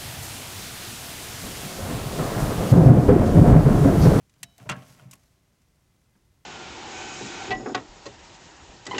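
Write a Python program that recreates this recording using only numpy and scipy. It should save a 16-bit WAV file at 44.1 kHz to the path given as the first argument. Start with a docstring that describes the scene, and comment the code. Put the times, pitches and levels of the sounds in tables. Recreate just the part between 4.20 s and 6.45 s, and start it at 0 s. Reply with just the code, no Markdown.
"""At a table in a quiet room, gloved hands work the slide of a small pocket watch.
The slide snaps: a sharp pressure swing, short noise clicks and a faint ring of case modes.
The hands shift and the watch knocks down on the table: decaying noise bands, table modes and a low boom.
Cotton rubs over the case as grainy noise and lighter clicks follow.
A low rumble with faint steady tones runs throughout."""
import sys
import numpy as np
from scipy import signal
from scipy.io import wavfile

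SR = 44100
rng = np.random.default_rng(int(sys.argv[2]) if len(sys.argv) > 2 else 0)


def file_out(sig):
    """Save sig as 16-bit WAV at sys.argv[1]."""
    # one column per channel
    cols = np.atleast_2d(sig).T
    # limit, then scale
    lim = np.clip(cols, -1, 1)
    pcm = np.round(lim * 32767).astype(np.int16)
    wavfile.write(sys.argv[1], SR, pcm)


N = 99225
TIME = np.arange(N) / SR

# clear modes of the table: (frequency [Hz], level per unit impulse [dB], t60 [s])
TABLE_MODES = [(500.7, -46.5, 0.19), (605, -38.5, 0.23), (689.3, -45, 0.37), (775, -41.5, .24),
               (863, -44, .22), (942, -44, .22), (1059, -38.5, 0.15), (1095, -42.5, 0.3),
               (1316, -37.5, .16), (1340, -37.5, .17), (1382, -34.5, 0.13), (1530, -41.5, .15),
               (1603, -41, .15), (1710, -38.5, .15), (1907, -38.5, 0.18), (2037, -40, .12),
               (2460, -34, 0.075), (2735, -30.5, .11), (2710, -33.5, .13), (2823, -35.5, 0.13),
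               (3070, -47, .09), (3410, -39.5, .08)]
# lowest modes of the table top: (frequency [Hz], level per unit impulse [dB], t60 [s])
BOOM_MODES = [(107.5, -6.5, .17), (131.3, -0.5, 0.18), (184.3, -6, 0.23), (249.7, -12.5, .18),
              (272.6, -10.5, 0.19)]


def from_db(db):
    """Decibels to amplitude gain."""
    return 10 ** (np.asarray(db) / 20)


def at_hz(points, hz):
    """Interpolate a table on a log-frequency axis."""
    table_hz, values = np.transpose(points)
    return np.interp(np.log(hz), np.log(table_hz), values)


def level(curve):
    """Gain that follows a curve of (time [s], level [dB])."""
    return from_db(np.interp(TIME, *np.transpose(curve)))


def impulses(times_s, sizes):
    """Train of single-sample impulses."""
    out = np.zeros(N)
    index = np.clip(np.asarray(times_s) * SR, 0, N - 1).astype(int)
    np.add.at(out, index, sizes)
    return out


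def cut(x, hz, kind):
    """Second-order low- or high-pass."""
    return signal.sosfilt(signal.butter(2, hz, kind, fs=SR, output="sos"), x)


def swing(centre_s, db, hz, width_s):
    """Single pressure swing: a sine under a Gaussian bell."""
    t = TIME - centre_s
    return from_db(db) * np.sin(2 * np.pi * hz * t) * np.exp(-(t / width_s) ** 2 / 2)


def grain(depth_db, points_per_s):
    """Uneven gain of cloth: random dB values joined by straight lines."""
    points = rng.standard_normal(N)
    return from_db(depth_db * np.interp(TIME * points_per_s, np.arange(N), points))


def noise_bands():
    """Third-octave noises of rms 1, with their centres in Hz."""
    edges_hz = 20 * 2 ** (np.arange(30) / 3 + .05)
    white = rng.standard_normal((3, N + SR // 4))  # neighbouring bands use different noises
    bands = []
    for k, pair in enumerate(zip(edges_hz, edges_hz[1:])):
        sos = signal.butter(2, pair, "band", fs=SR, output="sos")
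        bands.append(signal.sosfilt(sos, white[k % 3])[-N:])  # drop the filter's start-up
    bands = np.array(bands)
    centres_hz = np.sqrt(edges_hz[1:] * edges_hz[:-1])
    return centres_hz, bands / bands.std(axis=1, keepdims=True)


def shares(colour, hz, tilt_db=0, top_hz=np.inf):
    """Share of the power in each band; a softer contact (lower top_hz) loses the treble."""
    density = from_db(at_hz(colour, hz) + tilt_db * np.log2(hz)) ** 2
    power = hz * density / (1 + (hz / top_hz) ** 8)  # bandwidth grows with hz
    return power / power.sum()


def noise(colour):
    """Coloured noise of about rms 1, summed from weighted bands."""
    hz, bands = noise_bands()
    return np.sqrt(shares(colour, hz)) @ bands


def ring(force, modes):
    """Each mode answers a unit impulse with a dying sine; table neighbours alternate in sign."""
    out = np.zeros(N)
    for k, (hz, db, t60_s) in enumerate(modes):
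        r = from_db(-60 / (t60_s * SR))
        w = 2 * np.pi * hz / SR
        mode = signal.lfilter([0, np.sin(w)], [1, -2 * r * np.cos(w), r * r], force + 1e-18)
        out += (-1) ** k * from_db(db) * mode
    return out


def dense_ring(hits, colour, decay):
    """Modes too many to tell apart: every hit feeds energy into each band, where it dies away."""
    hz, bands = noise_bands()
    times_s = [hit[0] for hit in hits]
    energy = np.array([from_db(db) ** 2 * shares(colour, hz, tilt_db, top_hz)
                       for _, db, tilt_db, top_hz in hits])
    out = np.zeros(N)
    for centre_hz, band, fed in zip(hz, bands, energy.T):
        keep = from_db(-120 / (at_hz(decay, centre_hz) * SR))  # energy factor per sample
        stored = signal.lfilter([1], [1, -keep], impulses(times_s, fed) + 1e-20)
        out += band * np.sqrt(stored)
    return out


def room():
    """Steady coloured noise, strongest in the bass, plus faint constant sines."""
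    # room noise: (frequency [Hz], relative density [dB per Hz])
    room_colour = [(15, -21), (25, -13.5), (59, -2.5), (157, -6.5), (190, -13), (405, -18.5), (451, -21.5),
                   (659, -23.5), (1400, -28.5), (2000, -29.5), (2280, -30), (8360, -35), (16000, -41.5)]
    # steady tones: (frequency [Hz], level [dB rms])
    tones = [(59.2, -84), (96.9, -84.5), (1077, -94), (2051, -89)]
    room_db = -65.5
    hum = np.zeros(N)
    for hz, db in tones:
        hum += np.sqrt(2) * from_db(db) * np.sin(2 * np.pi * (hz * TIME + rng.random()))
    return from_db(room_db) * noise(room_colour) + hum


def gloves():
    """Cloth on metal hisses as grainy noise; a dull drag force also stirs the table's modes."""
    # cotton sliding over the case, before grain: (time [s], level [dB])
    rub = [(0, -76.5), (.12, -76), (.21, -71.5), (.36, -71), (.42, -63.5), (.48, -66), (.6, -64),
           (.65, -62), (.7, -57.5), (.76, -65), (.81, -64), (.88, -73.5), (.97, -71.5), (1.05, -69.5),
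           (1.2, -77.5), (2.25, -79)]
    # rub noise: (frequency [Hz], relative density [dB per Hz])
    rub_colour = [(300, -2.5), (1500, 2), (3500, -1), (6000, 2.5), (9000, -2.5), (12500, -4.5),
                  (16000, -11)]
    # hands dragging on the table, before grain: (time [s], level [dB])
    drag = [(0, -66.5), (.1, -89), (.25, -66), (.37, -76.5), (.41, -50), (.445, -61), (.48, -60.5),
            (.56, -49), (.63, -53.5), (.7, -59.5), (.77, -61.5), (.8, -54.5), (.87, -63), (.93, -62.5),
            (1.0, -74), (1.2, -79.5), (2.25, -90.5)]
    # drag noise: (frequency [Hz], relative density [dB per Hz])
    drag_colour = [(25, -31), (50, -18), (85, -11), (130, 7), (250, -1), (400, -12), (650, -10.5),
                   (1000, -13), (1600, -16), (2700, -14), (4000, -29.5), (12000, -42.5)]
    table_gain_db, boom_gain_db, force_lowpass_hz = 5.5, -28, 612

    hiss = level(rub) * grain(depth_db=2, points_per_s=520) * noise(rub_colour)
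    pressure = level(drag) * grain(depth_db=2, points_per_s=100)
    force = cut(pressure * rng.standard_normal(N), force_lowpass_hz, "low")
    table = from_db(table_gain_db) * ring(force, TABLE_MODES)
    boom = from_db(boom_gain_db) * ring(force, BOOM_MODES)
    return hiss + pressure * noise(drag_colour) + table + boom


def bumps():
    """Padded pushes of the hands drive the table top's lowest modes; the landing ends in a thud."""
    # soft pushes: (time [s], impulse [dB], push length [s])
    pushes = [(.001, -54, 0.0044), (.207, -52.5, 0.0042), (.232, -44.5, 0.0038), (0.285, -62, 0.0038),
              (.406, -34.5, 0.0058), (0.463, -36, 0.0033), (0.498, -35, 0.0028), (0.5063, -31, 0.0023),
              (.561, -40, 0.0027), (.607, -62, 0.0054), (.68, -51, 0.0033), (.812, -43.5, 0.0049),
              (.851, -38, 0.0044), (0.8736, -45, 0.0054)]
    boom_low_hz = 70.5  # the table top radiates little below this
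    force = np.zeros(N)
    for start_s, db, length_s in pushes:
        push = np.sin(np.pi * np.clip((TIME - start_s) / length_s, 0, 1)) ** 2
        force += from_db(db) * push / push.sum()
    # the weight of the hands comes down
    thud = swing(centre_s=.51, db=-24, hz=139, width_s=0.0026)
    return cut(ring(force, BOOM_MODES) - thud, boom_low_hz, "high")


def watch():
    """Short metallic noise clicks; the catch lets go with a sharp crack and rings the case modes."""
    # slide and case clicks: (time [s], level [dB], brightness [dB per octave], treble limit [Hz])
    clicks = [(.096, -59, 3.5, 7440), (.139, -62.5, -1.5, 11000), (.2308, -31, 0, 16000),
              (.232, -31, .5, 14000), (.3803, -49, 3, 16000), (.4275, -60, 3, 13000),
              (.565, -57, 3.5, 18000), (.712, -60, 7, 14000), (.7474, -55.5, -2, 14000),
              (.813, -70, 3, 18000), (.9113, -44, 7, 10000), (.9148, -46.5, 4, 12000),
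              (.928, -50.5, 2.5, 9000), (.9328, -44, -1.5, 13000), (.936, -47, 10, 17000),
              (.9545, -56.5, 6, 12000), (1.4184, -66.5, 2, 12000), (1.5571, -69.5, 7, 12000)]
    # click spectrum: (frequency [Hz], relative density [dB per Hz])
    click_colour = [(100, -10), (400, -12), (900, -7.5), (1400, -6), (2000, 5), (3700, 0), (4900, -1),
                    (6800, 3), (9000, -3.5), (12000, -4), (15500, -20)]
    # click decay: (frequency [Hz], t60 [s])
    click_decay = [(300, 0.063), (2000, 0.039), (7000, 0.034), (15000, 0.027)]
    # case, long faint ring then short bright modes: (frequency [Hz], level [dB], t60 [s])
    case_modes = [(689, -60, .3), (3015, -66, 1.1), (3871, -62, .65), (3924, -73, .7), (5367, -71, .65),
                  (1745, -39, .04), (2175, -39, .035), (3740, -39, .036), (5560, -40, .03),
                  (6100, -42, .03), (7305, -41, .035), (9645, -43, .028), (12320, -46, .03)]
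    snap_s = .23198
    crack = swing(snap_s, db=-27, hz=3870, width_s=0.000065)
    case = ring(impulses([snap_s], 1), case_modes)
    return dense_ring(clicks, click_colour, click_decay) + crack + case


def knocks():
    """Contacts feed dense decaying bands, the landing rings the table, single modes give hollow tocks."""
    # table knocks: (time [s], level [dB], brightness [dB per octave], treble limit [Hz])
    hits = [(.162, -66, -3.5, 6000), (.384, -58, -3, 6000), (.3995, -54, -2.5, 9000), (.458, -52, -6, 3000),
            (.465, -52.5, -5, 3000), (.4918, -28, -2.5, 12000), (.4957, -26.5, 3, 13000),
            (.4988, -52, 2, 10000), (.5088, -35.5, 1.5, 4500), (.5153, -33, -0.5, 9000),
            (.521, -32, -0.5, 4500), (.6212, -54, -1, 6000), (.79, -56.5, -4.5, 5000), (.797, -58, 4, 5000),
            (.933, -58.5, -5, 4000), (1.953, -62.5, -7, 4000)]
    # knock spectrum: (frequency [Hz], relative density [dB per Hz])
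    knock_colour = [(30, -32), (70, -16.5), (200, -6.5), (400, -8), (700, -6.5), (1400, 2.5), (2100, -1.5),
                    (2900, 0.5), (4000, -13), (6300, -6.5), (8500, -12), (10500, -33.5), (12500, -26),
                    (15500, -52.5)]
    # knock decay: (frequency [Hz], t60 [s])
    knock_decay = [(100, 0.32), (600, 0.19), (1400, 0.081), (2700, 0.062), (4500, 0.059), (8000, 0.043),
                   (15000, .045)]
    # hollow tocks as the case settles: (time [s], level [dB], pitch [Hz])
    tock_table = [(0.387, -49, 698), (0.4572, -46, 430), (.464, -42, 617), (0.47, -50, 956),
                  (.556, -42.5, 1643), (.621, -48.5, 636), (.797, -52.5, 1440), (0.9329, -53, 1098)]
    landing_s, tock_t60_s = .492, 0.067
    tocks = np.zeros(N)
    for time_s, db, hz in tock_table:
        tocks += ring(impulses([time_s], 1), [(hz, db, tock_t60_s)])
    table = ring(impulses([landing_s], 1), TABLE_MODES)
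    return dense_ring(hits, knock_colour, knock_decay) + table + tocks


def scene():
    """Sum of all sources in one channel."""
    return (room() + gloves() + bumps() + watch() + knocks())[None]


def record(dry):
    """Steep elliptic low-pass cuts the top."""
    cutoff_hz = 15900
    sos = signal.ellip(10, .1, 80, cutoff_hz, fs=SR, output="sos")  # ripple, stopband [dB]
    return signal.sosfilt(sos, dry)


dry = scene()
out = record(dry)
file_out(out)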